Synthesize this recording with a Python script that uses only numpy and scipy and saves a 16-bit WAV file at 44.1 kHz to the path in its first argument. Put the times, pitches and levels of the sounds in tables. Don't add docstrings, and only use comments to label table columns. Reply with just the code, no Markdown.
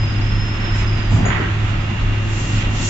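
import sys
import numpy as np
from scipy import signal
from scipy.fft import rfft, irfft, next_fast_len
from scipy.io import wavfile

SR = 44100
rng = np.random.default_rng(int(sys.argv[2]) if len(sys.argv) > 2 else 0)


def transcribe(u):
    v = np.clip(np.atleast_2d(u).T, -1, 1)
    q = np.round(v * 32767).astype(np.int16)
    wavfile.write(sys.argv[1], SR, q)


N = 127449
TIME = np.arange(N) / SR
CUTOFF_HZ = 7600


def from_db(db):
    return 10 ** (np.asarray(db) / 20)


def rms_one(x):
    return x / np.sqrt(np.mean(x ** 2) + 1e-20)


def at_hz(points, hz):
    f, value = np.transpose(points)
    return np.interp(np.log(hz + 1e-9), np.log(f), value)


def gain_curve(points):
    return from_db(np.interp(TIME, *np.transpose(points)))


def pan(db):
    gains = from_db(np.array([[.5], [-.5]]) * db)
    return gains / np.sqrt(np.mean(gains ** 2, axis=0))


def drift(rate_hz):
    step = 40
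    pole = np.exp(-2 * np.pi * rate_hz * step / SR)
    noise = rng.standard_normal(N // step + 2002)
    slow = signal.lfilter([1], [1, -2 * pole, pole * pole], noise)[2000:]
    return np.interp(np.arange(N) / step, np.arange(len(slow)), rms_one(slow))


def wavering(hz, waver, rate_hz):
    phase = 2 * np.pi * (hz * TIME + rng.random())
    in_phase = (1 + waver * drift(rate_hz)) * np.sin(phase)
    return rms_one(in_phase + waver * drift(rate_hz) * np.cos(phase))


def wandering_tone(pitch_hz):
    return rms_one(np.sin(2 * np.pi * np.cumsum(pitch_hz) / SR))


def blow(start, attack, t60):
    age = TIME - start
    return np.clip(age / attack, 0, 1) * from_db(-60 * np.maximum(age - attack, 0) / t60)


def hall(x, t60):
    tail = rng.standard_normal((2, SR)) * from_db(-60 * TIME[:SR] / t60)
    tail /= np.sqrt(np.sum(tail ** 2, axis=1, keepdims=True))
    return signal.fftconvolve(x[None], tail, axes=1)[:, :N]


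# f/Hz, left-right correlation
HALL_COHERENCE = [(40, .998), (70, .975), (110, .96), (180, .96), (300, .91), (390, .65), (520, .1),
                  (830, .12), (1200, .3), (1750, .03), (2660, -.09), (4500, .05), (7000, 0)]


def diffuse(gain_at):
    size = next_fast_len(N, True)
    hz = np.fft.rfftfreq(size, 1 / SR)
    mid, side = rfft(rng.standard_normal((2, size)))
    alike = np.clip(at_hz(HALL_COHERENCE, hz), -1, 1)
    both = np.sqrt(1 + alike) * mid + np.sqrt(1 - alike) * side * [[1], [-1]]
    in_band = (hz > 10) * (hz < CUTOFF_HZ)
    return rms_one(irfft(both * gain_at(hz) * in_band, size)[:, :N])


# multiple of the shaft rate, level/dB (the last before its swell),
# waver as a share, waver rate f/Hz
HUM_TONES = [(1, -32.5, .6, 16), (2, -38, 1, 4.7), (3, -20.5, 0.08, 30)]
# t/s, level/dB relative to that tone
HUM_SWELL = [(0, 1), (.035, 5), (.1, -3), (.16, 4.5), (.25, 0), (.36, 0.5), (.57, -2.5), (.625, -7),
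             (.72, 1.5), (.93, 2), (1.0, -2), (1.09, 0.5), (1.152, 10), (1.2, -5.5), (1.243, 5.5),
             (1.3, -2.5), (1.46, -3), (1.7, 1.5), (1.93, -5), (2.05, 0.5), (2.3, 1), (2.5, -2.5),
             (2.57, 4.5), (2.63, -7), (2.68, 0.5), (2.89, -3)]
SHAFT_HZ = 34.77
HUM_SIDE_DB = -19


def drive_hum():
    *throb, drone = [from_db(db) * wavering(order * SHAFT_HZ, waver, rate)
                     for order, db, waver, rate in HUM_TONES]
    order, db = HUM_TONES[-1][:2]
    opposed = wavering(order * SHAFT_HZ, waver=1.5, rate_hz=4) * [[1], [-1]]
    uneven = from_db(db + HUM_SIDE_DB) * opposed
    return sum(throb) + (drone + uneven) * gain_curve(HUM_SWELL)


# t/s, level/dB
WHINE_LEVEL = [(0, -44), (1.5, -49.5), (1.95, -37.5), (2.3, -40.5), (2.89, -37.5)]
WHINE_HZ, WHINE_PAN_DB = 2776, -3.5
WHINE_WAVER, WHINE_WAVER_HZ = .4, 14


def motor_whine():
    sides = np.array([wavering(WHINE_HZ, WHINE_WAVER, WHINE_WAVER_HZ) for side in range(2)])
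    return sides * gain_curve(WHINE_LEVEL) * pan(WHINE_PAN_DB)


# t/s, level/dB
ROLLER_LEVEL = [(0, -34), (.45, -38), (.7, -31.5), (1, -34), (1.65, -33.5), (2, -34.5), (2.89, -36)]
RATTLES_PER_S, RATTLE_SPREAD_DB, RATTLE_PAN_DB = 170, 2, -11.5
HALL_T60_S = 1.2


def rollers(low_hz=800, high_hz=3300, echo_db=0):
    sizes = from_db(RATTLE_SPREAD_DB * np.minimum(rng.exponential(1, N), 3))
    signed_sizes = sizes * rng.choice([-1, 1], N)
    clicks = signed_sizes * (rng.random(N) < RATTLES_PER_S / SR)
    band = signal.butter(2, [low_hz, high_hz], "band", fs=SR, output="sos")
    ticks = signal.sosfilt(band, clicks + 1e-18)
    ticks = signal.sosfilt(signal.butter(2, high_hz, fs=SR, output="sos"), ticks)
    spread = hall(ticks, t60=0.21) + from_db(echo_db) * hall(ticks, t60=HALL_T60_S)
    return gain_curve(ROLLER_LEVEL) * pan(RATTLE_PAN_DB) * rms_one(spread)


SQUEAL_ECHO_DB = 2.5


def with_reflections(tone, t60):
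    echo = from_db(SQUEAL_ECHO_DB)
    return (tone + echo * hall(tone, t60)) / np.hypot(1, echo)


# t/s, f/Hz, level/dB
SQUEAL_GLIDE = [(0, 5050, -35), (0.137, 5032, -41), (0.299, 5120, -38.5), (0.518, 5168, -37.5),
                (.78, 5102, -35), (0.929, 5013, -40), (1.031, 4930, -43), (1.349, 4730, -50.5),
                (1.55, 4700, -58)]
# t/s, length/s
GRIP_LOSSES = [(0.202, 0.0084), (0.589, 0.013), (0.64, 0.0028), (0.855, 0.0058)]
SQUEAL_JITTER_HZ, SQUEAL_RASP_HZ, SQUEAL_FLUTTER_DB = 22.6, 24, 1.3
THROB_HZ, THROB_DEPTH, THROB_WANDER = 30, .22, .2


def squeal():
    t, hz, db = np.transpose(SQUEAL_GLIDE)
    pitch = np.interp(TIME, t, hz) + SQUEAL_JITTER_HZ * drift(23) + SQUEAL_RASP_HZ * drift(160)
    level_db = np.interp(TIME, t, db, right=-np.inf) + SQUEAL_FLUTTER_DB * drift(30)
    tone = from_db(level_db) * wandering_tone(pitch)
    grip = np.prod([1 - np.exp(-((TIME - at) / length) ** 4) for at, length in GRIP_LOSSES], axis=0)
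    throb_rate = THROB_HZ * (1 + THROB_WANDER * drift(8.9))
    throb = 1 + THROB_DEPTH * np.sin(2 * np.pi * np.cumsum(throb_rate) / SR)
    return grip * throb * with_reflections(tone, t60=0.57)


# t/s, f/Hz, level/dB, attack/s, decay t60/s, rasp as frequency spread/Hz
SQUEAK_EVENTS = [(1.251, 6780, -32, 0.0058, 0.3, 22.3), (1.76, 4990, -47.5, .05, 0.53, 60)]


def squeaks():
    out = 0
    for start, hz, db, attack, t60, rasp_hz in SQUEAK_EVENTS:
        chirp = wandering_tone(hz + rasp_hz * drift(140))
        chirp = from_db(db) * blow(start, attack, t60) * chirp
        out = out + with_reflections(chirp, t60=0.046)
    return out


# t/s, level/dB, decay t60/s
THUD_EVENTS = [(1.108, -18, 0.54), (1.16, -15, 0.39), (1.196, -20, 0.8), (1.252, -28, 0.4),
               (1.276, -22, 0.15), (1.913, -24.5, 0.16), (2.522, -26, 0.32), (2.66, -25, 0.57),
               (2.787, -20, .35)]
# f/Hz, level/dB
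THUD_SPECTRUM = [(40, -11), (70, -5), (105, 2), (150, -1), (200, 3.5), (290, -9.5), (420, -26.5),
                 (900, -14.5), (3000, -61)]
THUD_ATTACK_S = 0.014


def thuds():
    out = 0
    for start, db, t60 in THUD_EVENTS:
        noise = diffuse(lambda hz: from_db(at_hz(THUD_SPECTRUM, hz)))
        out = out + from_db(db) * blow(start, THUD_ATTACK_S, t60) * noise
    return out


# t/s, level/dB (of the ring), centre f/Hz, left minus right level/dB,
# opening crack as a multiple of the ring
KNOCK_EVENTS = [(0.638, -32.5, 1000, 15, 0), (0.738, -30, 2050, -3, 0), (1.181, -30, 600, -0.5, .3),
                (1.24, -23.5, 758, 11, .3), (1.25, -24, 1790, -6, .4), (1.303, -25.5, 1713, -6, 5),
                (1.318, -24, 1750, -10, 2), (1.326, -25, 1200, -11, 1.4), (1.366, -27.5, 1085, 5.5, 1.3),
                (1.385, -25.5, 430, 0, .3), (1.406, -26.5, 1750, -4, 1), (1.455, -31.5, 1280, -1, .5),
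                (2.598, -29, 3200, -7, 0), (2.62, -35, 2800, 3, 1.5), (2.631, -33, 650, 1, .3),
                (2.8, -32, 2500, -8, .5)]
KNOCK_ATTACK_S, KNOCK_T60_S = .012, .5
CRACK_ATTACK_S, CRACK_T60_S = .0008, .022
KNOCK_WIDTH_OCT, KNOCK_TOP_HZ = 0.77, 3240


def clatter(chatter_db=-2.5, ring_db=6, ring_width_hz=28):
    out = 0
    for start, db, centre_hz, side_db, crack in KNOCK_EVENTS:
        def colour(hz):
            octaves = np.log2((hz + 1) / centre_hz)
            hump = np.exp(-.5 * (octaves / KNOCK_WIDTH_OCT) ** 2)
            rings = sum(1 / (1 + ((hz - mode[0]) / ring_width_hz) ** 2) for mode in FRAME_MODES)
            return hump * from_db(ring_db * rings) / np.sqrt(1 + (hz / KNOCK_TOP_HZ) ** 10)
        ring = blow(start, KNOCK_ATTACK_S, KNOCK_T60_S)
        envelope = ring + crack * blow(start, CRACK_ATTACK_S, CRACK_T60_S)
        level = from_db(db + chatter_db * drift(80))
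        out = out + level * envelope * pan(side_db) * diffuse(colour)
    return out


# t/s of the height, level/dB, rise/s, fall/s, spectral tilt/(dB per octave)
SLIDE_EVENTS = [(.78, -38.5, 0.045, 0.063, -3.5), (1.13, -39.5, 0.024, 0.094, 1.5),
                (1.69, -45.5, 0.023, 0.035, -3), (2.401, -35.5, 0.12, 0.23, -0.5),
                (2.57, -32.5, 0.058, 0.07, -11), (2.81, -31.5, 0.087, 0.076, -4.5),
                (2.875, -27.5, 0.067, .1, 3)]
# f/Hz, level/dB
SLIDE_SPECTRUM = [(1500, -34.5), (3000, -2), (4000, -4.5), (5000, -4.5), (6200, -1), (7400, 1)]
SLIDE_PIVOT_HZ = 5000


def sacks():
    out = 0
    for peak, db, rise, fall, tilt_db in SLIDE_EVENTS:
        def colour(hz):
            octaves = np.log2(np.maximum(hz / SLIDE_PIVOT_HZ, .5))
            return from_db(at_hz(SLIDE_SPECTRUM, hz) + tilt_db * octaves)
        swell = np.exp(-((TIME - peak) / np.where(TIME < peak, rise, fall)) ** 2)
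        out = out + from_db(db) * swell * diffuse(colour)
    return out


# f/Hz, half-width at half amplitude/Hz, level/dB, left minus right level/dB
FRAME_MODES = [(173, 7.9, -44, 5), (203.7, 12, -38, -2.5), (308.4, 1.8, -53, 10), (333.5, 15, -39, 0),
               (374.9, 3.9, -44.5, -4), (408.5, 3.1, -53.5, -6), (564.4, 21, -48, 4), (760, 11, -49.5, 16),
               (1347, 12, -63.5, 5.5), (1545, 3.6, -55, -4), (1885, 15, -44.5, 2.5), (1983, 12, -53, 4)]


def frame_ringing():
    out = 0
    for centre_hz, width_hz, db, side_db in FRAME_MODES:
        ringing = diffuse(lambda hz: 1 / (1 + ((hz - centre_hz) / width_hz) ** 2))
        out = out + from_db(db) * pan(side_db) * ringing
    return out


# f/Hz, level/dB per Hz
ROAR_SPECTRUM = [(22, -5.5), (33, 9), (50, 0), (75, -1.5), (125, -3), (200, -9), (260, -10), (350, -18),
                 (470, -22), (650, -22), (900, -21.5), (1900, -22.5), (2800, -22), (3500, -27.5),
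                 (4500, -37), (6000, -37.5), (7500, -40.5)]
# f/Hz, left minus right level/dB
ROAR_SIDES = [(300, -1), (700, 3), (1260, 3.5), (2000, 1), (2700, -6), (3900, -1.5), (5000, 1.5),
              (7000, -1.5)]
ROAR_DB, ROAR_FLICKER_DB = -21, .5


def roar():
    noise = diffuse(lambda hz: from_db(at_hz(ROAR_SPECTRUM, hz)) * pan(at_hz(ROAR_SIDES, hz)))
    return noise * from_db(ROAR_DB + ROAR_FLICKER_DB * drift(22))


def scene():
    conveyor = drive_hum() + motor_whine() + rollers() + squeal() + squeaks()
    load = thuds() + clatter() + sacks()
    return conveyor + load + frame_ringing() + roar()


def record(dry):
    return signal.sosfilt(signal.ellip(12, .2, 80, CUTOFF_HZ, fs=SR, output="sos"), dry)


dry = scene()
out = record(dry)
transcribe(out)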